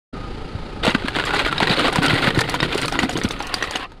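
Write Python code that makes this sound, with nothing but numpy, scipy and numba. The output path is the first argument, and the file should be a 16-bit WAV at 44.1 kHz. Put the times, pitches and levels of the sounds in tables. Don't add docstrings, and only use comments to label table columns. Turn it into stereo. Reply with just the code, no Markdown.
import sys
import numpy as np
from scipy import signal
from scipy.fft import rfft, irfft, next_fast_len
from scipy.io import wavfile
from scipy.ndimage import uniform_filter1d
from numba import njit

SR = 44100
rng = np.random.default_rng(int(sys.argv[2]) if len(sys.argv) > 2 else 0)


def output_pcm(signal):
    pcm = np.clip(np.atleast_2d(signal).T, -1, 1) * 32767
    wavfile.write(sys.argv[1], SR, np.round(pcm).astype(np.int16))


def volts_from_db(level):
    exponent = np.asarray(level, float) / 20
    return 10 ** exponent


N = 176400

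# (frequency [Hz], level [dB per Hz])
ENGINE_COLOUR = [(40, -1.5), (400, -9), (900, -18.5), (970, -20.5), (4700, -29), (5600, -42),
                 (10500, -48.5), (12500, -69)]
# (frequency [Hz], width [Hz], level [dB])
BLOCK_RINGS = [(740, 200, 9.5), (1236, 120, 17.5)]
# (frequency [Hz], level [dB rms])
ENGINE_HUM = [(26.9, -50.5)]
# (time [s], gain [dB])
CAMERA_GAIN = [
    (.82, 8),
    (3.3, 4.5),
    (3.6, 3.5),
    (4.0, -6.5),
]
# (time [s], peak level [dB], pitch [Hz])
BODY_THUDS = [(0.133, -8.5, 240), (0.55, -8, 92), (0.879, 2.5, 218), (0.949, 4.5, 238), (1.046, -3.5, 247),
              (1.166, -2.5, 312), (1.441, -4, 43.5), (1.625, -2, 212), (1.703, 1, 161), (1.986, 2.5, 162),
              (2.133, 1.5, 130), (2.277, 0, 192), (2.374, 3.5, 312), (2.378, 1, 112), (2.626, -2.5, 149),
              (2.754, 2.5, 390), (3.035, 2.5, 244), (3.155, -1, 342), (3.183, -3.5, 304), (3.246, 2, 224),
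              (3.248, -4, 95)]
# (time [s], creaking [dB], side width [dB], hollow rumble [dB], treble crackle [dB])
TYRE_LOAD = [
    (.8, -80, -4, 21, -32),
    (.84, -27.5, -8, -12.5, -44),
    (1.3, -24, -8, -14, -48),
    (2.0, -18, -10, -6, -19),
    (2.6, -22.5, 8.5, -5.5, -21),
    (3.25, -23, 11, -5.5, -17),
    (3.4, -26, 9.5, -14, -17),
    (3.84, -24.5, 12.5, -33, -19),
    (3.89, -75, 16, -29, -24),
]
# (start [s], length [s], level [dB])
CRUMPLE_SPELLS = [(0.834, 0.085, -17.5), (0.947, 0.016, -15.5), (1.153, 0.049, -20), (1.211, 0.021, -20),
                  (1.252, 0.04, -20), (1.335, 0.039, -16.5), (1.386, 0.036, -18.5), (1.453, 0.043, -21),
                  (1.513, 0.017, -17), (1.606, 0.03, -14.5), (1.679, 0.066, -14), (1.77, 0.13, -15.5),
                  (1.934, 0.054, -24.5), (2.023, 0.1, -16.5), (2.119, 0.045, -14), (2.224, 0.064, -15.5),
                  (2.35, 0.014, -17), (2.379, 0.07, -20), (2.479, 0.026, -21), (2.539, 0.026, -21),
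                  (2.63, 0.038, -30.5), (2.726, 0.033, -24.5), (2.776, 0.1, -27.5), (2.822, 0.056, -22.5),
                  (2.85, 0.046, -37), (2.937, 0.023, -24), (2.975, 0.031, -27), (3.031, 0.019, -19),
                  (3.147, 0.04, -18.5), (3.237, 0.016, -24)]
# (frequency [Hz], level [dB per Hz])
SHEET_COLOUR = [(180, -18), (300, 1.5), (620, -5), (1440, -2), (3750, -3.5), (4570, -9), (5660, -25),
                (9140, -23), (15500, -58)]
# (frequency [Hz], width [Hz], level [dB])
WALL_RINGS = [(1060, 87, -3.5), (1430, 270, 6), (1980, 340, 3.5)]
# (frequency [Hz], width [Hz], level [dB])
HOLLOW_GROANS = [(148, 69, -1.5), (272, 82, -1.5), (424, 68, -8)]
# (time [s], peak level [dB], ring pitch [Hz])
WALL_TEARS = [(0.84, -35, 6980), (0.852, -18.5, 7860), (0.9022, -26, 6510), (0.951, -37, 8260),
              (1.0824, -27, 8400), (1.146, -35, 5800), (1.162, -29, 7100), (1.2526, -21, 7490),
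              (1.3462, -35, 5570), (1.3476, -20.5, 7050), (1.3926, -24, 6300), (1.4474, -41, 9700),
              (1.4649, -30, 6990), (1.5203, -29, 8600), (1.5786, -47, 5880), (1.6016, -28, 8970),
              (1.63, -35, 5710), (1.7667, -32, 9200), (1.7935, -17, 8820), (1.8804, -24, 8450),
              (1.9293, -24, 8500), (1.9584, -19.5, 7300), (1.9827, -38, 6530), (2.0271, -21.5, 9690),
              (2.0313, -21, 8510), (2.062, -17.5, 8600), (2.142, -22.5, 8600), (2.2193, -34, 6590),
              (2.2436, -30, 9700), (2.3364, -47, 6000), (2.3519, -30, 6610), (2.3785, -28, 9600),
              (2.39, -19.5, 7000), (2.409, -21, 6200), (2.496, -21, 10000), (2.5463, -24, 6700),
              (2.6274, -22, 5600), (2.728, -31, 6280), (2.747, -23, 7300), (2.7774, -16.5, 9070),
              (2.816, -18.5, 8700), (2.8575, -20.5, 10260), (2.8805, -20.5, 6190), (2.9236, -20, 5500),
              (2.9902, -14, 6830), (3.032, -23, 5700), (3.0942, -16.5, 6870), (3.1271, -25, 5700),
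              (3.174, -18.5, 6470), (3.236, -18, 5830), (3.288, -23, 6640), (3.3087, -20.5, 6200),
              (3.3924, -29, 6300), (3.4249, -24.5, 5700), (3.4694, -27, 6200), (3.5414, -14, 5870),
              (3.626, -16, 5900), (3.7098, -22.5, 6760), (3.7568, -16.5, 6500), (3.9194, -47, 6500)]
# (time [s], peak level [dB], ring pitch [Hz])
PANEL_SNAPS = [(0.849, -11, 668), (0.867, -8.5, 637), (0.877, -7.5, 1420), (0.949, -9.5, 1564),
               (1.083, -10.5, 1650), (1.151, -20, 1780), (1.165, -12.5, 2120), (1.187, -10, 1484),
               (1.198, -9.5, 1456), (1.239, -14, 1630), (1.307, -10.5, 1450), (1.336, -13.5, 804),
               (1.393, -9, 2480), (1.449, -12, 2290), (1.463, -9.5, 1217), (1.527, -10, 1365),
               (1.58, -9.5, 3800), (1.603, -8, 877), (1.63, -10.5, 1960), (1.672, -10, 1916),
               (1.697, -13, 4600),
               (1.796, -10, 1265), (1.882, -8.5, 1200), (1.926, -12, 795), (1.958, -9, 980),
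                (1.983, -12, 750), (2.021, -12.5, 1514), (2.081, -11.5, 3150), (2.225, -14, 1390),
                (2.244, -15, 1150), (2.272, -7, 1510), (2.305, -11.5, 1860), (2.39, -9, 1770),
                (2.415, -9.5, 1815), (2.542, -9, 1000), (2.603, -10, 3720), (2.629, -8, 1930),
               (2.728, -13, 2440), (2.779, -16.5, 2800), (2.882, -13.5, 1240), (2.924, -16, 787),
              (2.955, -13.5, 995), (2.99, -6, 1960), (3.033, -13, 742), (3.093, -14, 740),
              (3.215, -16.5, 1900), (3.308, -15.5, 3550), (3.404, -15, 822), (3.541, -8.5, 4750),
              (3.625, -8.5, 1904), (3.64, -16, 2010), (3.709, -21.5, 857), (3.754, -15.5, 750),
              (3.758, -12, 2860), (3.919, -33.5, 920)]
# (frequency [Hz], width [Hz], level [dB])
SKID_RINGS = [(763, 82, 15), (1070, 220, 12.5), (1825, 210, 9.5), (2720, 530, 5.5), (3690, 870, -7)]
# (frequency [Hz], side level against the middle [dB])
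STEREO_WIDTH = [(40, -21), (300, -47), (700, -24.5), (3000, -25), (8000, -7), (15000, -8)]

FIRING_HZ, PUFF_DEPTH = 28.55, 0.22
ENGINE_DB, BLOCK_DB, WIND_DB = -35, -11, -37.5
THUD_CYCLES, THUD_TRIM_DB, THUD_RISE_S = 5.8, 2, 0.00098
SPELL_RISE_S, SPELL_FALL_S = 0.0074, 0.0048
CREASE_CYCLES, CREASE_SPREAD_DB, CREASE_RISE_S = 13, 3, 0.00054
CREASE_DB, RASP_DB, RUMBLE_DB = -7, -7.5, -1.5
TEAR_TICK_DB, TEAR_HISS_DB, TEAR_RING_DB = 0, -10.5, 2
TICK_T60_S, TEAR_T60_S, TEAR_RISE_S = 0.0051, 0.12, 0.00067
SNAP_CYCLES, SNAP_T60_S, SNAP_RISE_S = 24.4, 0.026, 0.00028
CLANK_DB, RATTLE_DB, RATTLE_T60_S = -4, -7.5, 0.05
SKID_START_S, SKID_END_S, SKID_DB = 3.39, 3.865, -29.5
PAN_DB, CAMERA_START_S = -1.5, 0.1262


def unit(x):
    return x / np.sqrt(np.mean(x ** 2))


def noise():
    return rng.standard_normal(N)


def along(table, column):
    points = np.array(table)
    return np.interp(np.arange(N) / SR, points[:, 0], points[:, column])


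def colour(x, points):
    size = next_fast_len(N + 8192)
    hz = np.maximum(np.arange(size // 2 + 1) * SR / size, 1)
    points = np.array(points)
    gain = volts_from_db(np.interp(np.log(hz), np.log(points[:, 0]), points[:, 1]))
    cepstrum = irfft(np.log(gain), size)
    cepstrum[1:size // 2] *= 2
    cepstrum[size // 2 + 1:] = 0
    return irfft(rfft(x, size) * np.exp(rfft(cepstrum)), size)[..., :N]


def band(x, hz, width):
    return signal.lfilter(*signal.iirpeak(hz, hz / width, fs=SR), x)


def walk(rate):
    hold = int(SR / rate)
    steps = np.repeat(rng.standard_normal(N // hold + 1), hold)
    return 1.3 * uniform_filter1d(uniform_filter1d(steps, hold), hold)[:N]


def resonate(x, peaks, swing_db, rate):
    total = 0
    for hz, width, db in peaks:
        ringing = band(band(x, hz, 1.03 * width), hz, 1.03 * width)
        total = total + volts_from_db(db + swing_db * walk(rate)) * ringing
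    return unit(total)


@njit
def rings(at, hz, t60, size, rise_s, n, sr):
    out = np.zeros(n)
    closing = np.exp(-1 / (rise_s * sr))
    for k in range(len(at)):
        turn = np.exp((2j * np.pi * hz[k] - np.log(1000) / t60[k]) / sr)
        swing = size[k] + 0j
        start = int(at[k] * sr)
        gap = 1.
        for j in range(start, min(n, start + int(.7 * t60[k] * sr))):
            gap *= closing
            out[j] += swing.imag * (1 - gap)
            swing *= turn
    return out


def decays(at, size, t60):
    kicks = np.zeros(N)
    np.add.at(kicks, (at * SR).astype(int), size)
    return signal.lfilter([1], [1, -np.exp(-np.log(1000) / (t60 * SR))], kicks)


def engine():
    t = np.arange(N) / SR
    turn = 2 * np.pi * np.cumsum(FIRING_HZ * (1 + 0.044 * walk(2.59))) / SR
    puffs = noise() * (1 + PUFF_DEPTH * np.cos(turn))
    body = unit(colour(puffs, ENGINE_COLOUR))
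    body = body + volts_from_db(BLOCK_DB) * resonate(puffs, BLOCK_RINGS, 3.5, 7.66)
    hum = 0
    for hz, db in ENGINE_HUM:
        hum = hum + volts_from_db(db + 6.3 * walk(14)) * np.sin(2 * np.pi * hz * t + 3.0 * walk(3.5))
    wind = unit(band(band(noise(), 22.4, 28), 27, 31)) * volts_from_db(WIND_DB + 1.7 * walk(3.46))
    gain_db = along(CAMERA_GAIN, 1)
    return volts_from_db(ENGINE_DB) * body * volts_from_db(gain_db) + (hum + wind) * volts_from_db(.5 * gain_db)


def thuds():
    at, db, hz = np.array(BODY_THUDS).T
    swings = rings(at, hz, THUD_CYCLES / hz, volts_from_db(db + THUD_TRIM_DB), THUD_RISE_S, N, SR)
    return band(swings, 304, 650)


def tyre_push():
    t = np.arange(N) / SR
    push = volts_from_db(along(TYRE_LOAD, 1) + 2 * walk(30))
    for start, length, db in np.array(CRUMPLE_SPELLS):
        rise = (t - start) / SPELL_RISE_S + 1
        fall = (start + length - t) / SPELL_FALL_S + 1
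        push += volts_from_db(db) * np.clip(np.minimum(rise, fall), 0, 1)
    return push


def crumple(count=3900, size=3):
    push = tyre_push()
    chance = rng.uniform(0, 1, (count, 4))
    strike = np.arange(count) // size * size
    at = chance[strike, 0] * (N - 1) / SR
    hz = 400 * 2 ** (3.7 * chance[:, 1])
    force = volts_from_db(CREASE_SPREAD_DB * np.minimum(-np.log(1 - chance[strike, 2]), 3))
    t60 = CREASE_CYCLES * (.5 + 3 * chance[:, 3] ** 3) / hz + 0.0076
    strength = force * np.sqrt(hz)
    even = colour(rings(at, hz, t60, strength, CREASE_RISE_S, N, SR), SHEET_COLOUR)
    pushed = strength * push[(at * SR).astype(int)]
    creases = colour(rings(at, hz, t60, pushed, CREASE_RISE_S, N, SR), SHEET_COLOUR)
    creases = creases / np.std(even)

    rasp = unit(colour(noise(), SHEET_COLOUR)) * unit(decays(at, force, 0.067))
    rasp = rasp + .4 * resonate(rasp, WALL_RINGS, 6, 14)
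    fizz = unit(colour(rasp, [(5000, -24), (12000, -3)]))
    fizz = fizz * volts_from_db(along(TYRE_LOAD, 4) + 2)
    rumble = resonate(noise(), HOLLOW_GROANS, 3, 14) * volts_from_db(RUMBLE_DB + along(TYRE_LOAD, 3))
    crackle = volts_from_db(CREASE_DB) * creases + volts_from_db(RASP_DB) * push * (rasp + fizz)
    return crackle + uniform_filter1d(push, 1500) * rumble


def tears():
    at, db, hz = np.array(WALL_TEARS).T
    air = unit(colour(noise(), [(2500, -14), (4500, 8), (6000, -4), (10000, -3.5), (11500, -17.5),
                                (15500, -20)]))
    hiss = decays(at, volts_from_db(db + TEAR_TICK_DB), TICK_T60_S)
    hiss = hiss + decays(at, volts_from_db(db + TEAR_HISS_DB), TEAR_T60_S)
    hiss = uniform_filter1d(hiss, int(TEAR_RISE_S * SR) + 1) * volts_from_db(3.7 * walk(150))
    ring = rings(at, hz, np.full(len(at), .02), volts_from_db(db + TEAR_RING_DB), TEAR_RISE_S, N, SR)
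    return air * hiss + band(ring, 5300, 5600)


def snaps():
    at, db, hz = np.array(PANEL_SNAPS).T
    ringing = rings(at, hz, SNAP_T60_S + SNAP_CYCLES / hz, volts_from_db(db), SNAP_RISE_S, N, SR)
    chance = rng.uniform(-0.759, 1, (len(at), 8))
    for k in range(4):
        side_hz = np.clip(hz * 2 ** (1.184 * chance[:, k]), 300, 5200)
        late = at + 0.0038 * np.abs(chance[:, 4 + k])
        ringing += rings(late, side_hz, 0.011 + 8 / side_hz, volts_from_db(db + CLANK_DB), SNAP_RISE_S, N, SR)
    ringing = colour(ringing, [(5000, 1), (7000, -35), (12000, -21)])
    crack = colour(decays(at, volts_from_db(db + 18) * np.sign(chance[:, 0]), .0006), SHEET_COLOUR)
    rattle = unit(colour(noise(), SHEET_COLOUR)) * decays(at, volts_from_db(db + RATTLE_DB), RATTLE_T60_S)
    return ringing + crack + rattle


def skid():
    t = np.arange(N) / SR
    grit = noise() ** 3 * volts_from_db(2.3 * walk(40))
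    fade = np.clip(np.minimum(t - SKID_START_S, SKID_END_S - t) / 0.006, 0, 1)
    return resonate(grit, SKID_RINGS, 1.2, 17) * volts_from_db(SKID_DB) * fade


def scene():
    mid = engine() + thuds() + crumple() + tears() + snaps() + skid()
    smears = rng.standard_normal((4, 128)) * np.exp(-np.arange(128) / 42.0)
    spread = 0
    for smear in smears:
        smear = smear / np.sqrt(4 * np.sum(smear ** 2))
        spread = spread + walk(24.984) * signal.fftconvolve(mid, smear)[:N]
    side = colour(spread, STEREO_WIDTH) * volts_from_db(along(TYRE_LOAD, 2))
    pan_db = PAN_DB * np.clip(np.arange(N) / SR - 2.3, 0, 1)
    return (mid + side * np.array([[1], [-1]])) * volts_from_db(np.array([pan_db, -pan_db]) / 2)


def roll_off(x):
    return signal.sosfilt(signal.butter(12, 15950, fs=SR, output="sos"), x)


def record(dry):
    switched_on = np.clip((np.arange(N) / SR - CAMERA_START_S) / 0.014, 0, 1)
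    rounded = np.tanh(0.64 * dry * switched_on) / 0.94
    heard = colour(rounded, [(10600, -1), (11400, 0.0), (14000, 2.5), (15800, -12)])
    steep_top = signal.ellip(10, .2, 80, 15800, fs=SR, output="sos")
    mix = signal.sosfilt(steep_top, heard)
    return roll_off(mix)


dry = scene()
out = record(dry)
output_pcm(out)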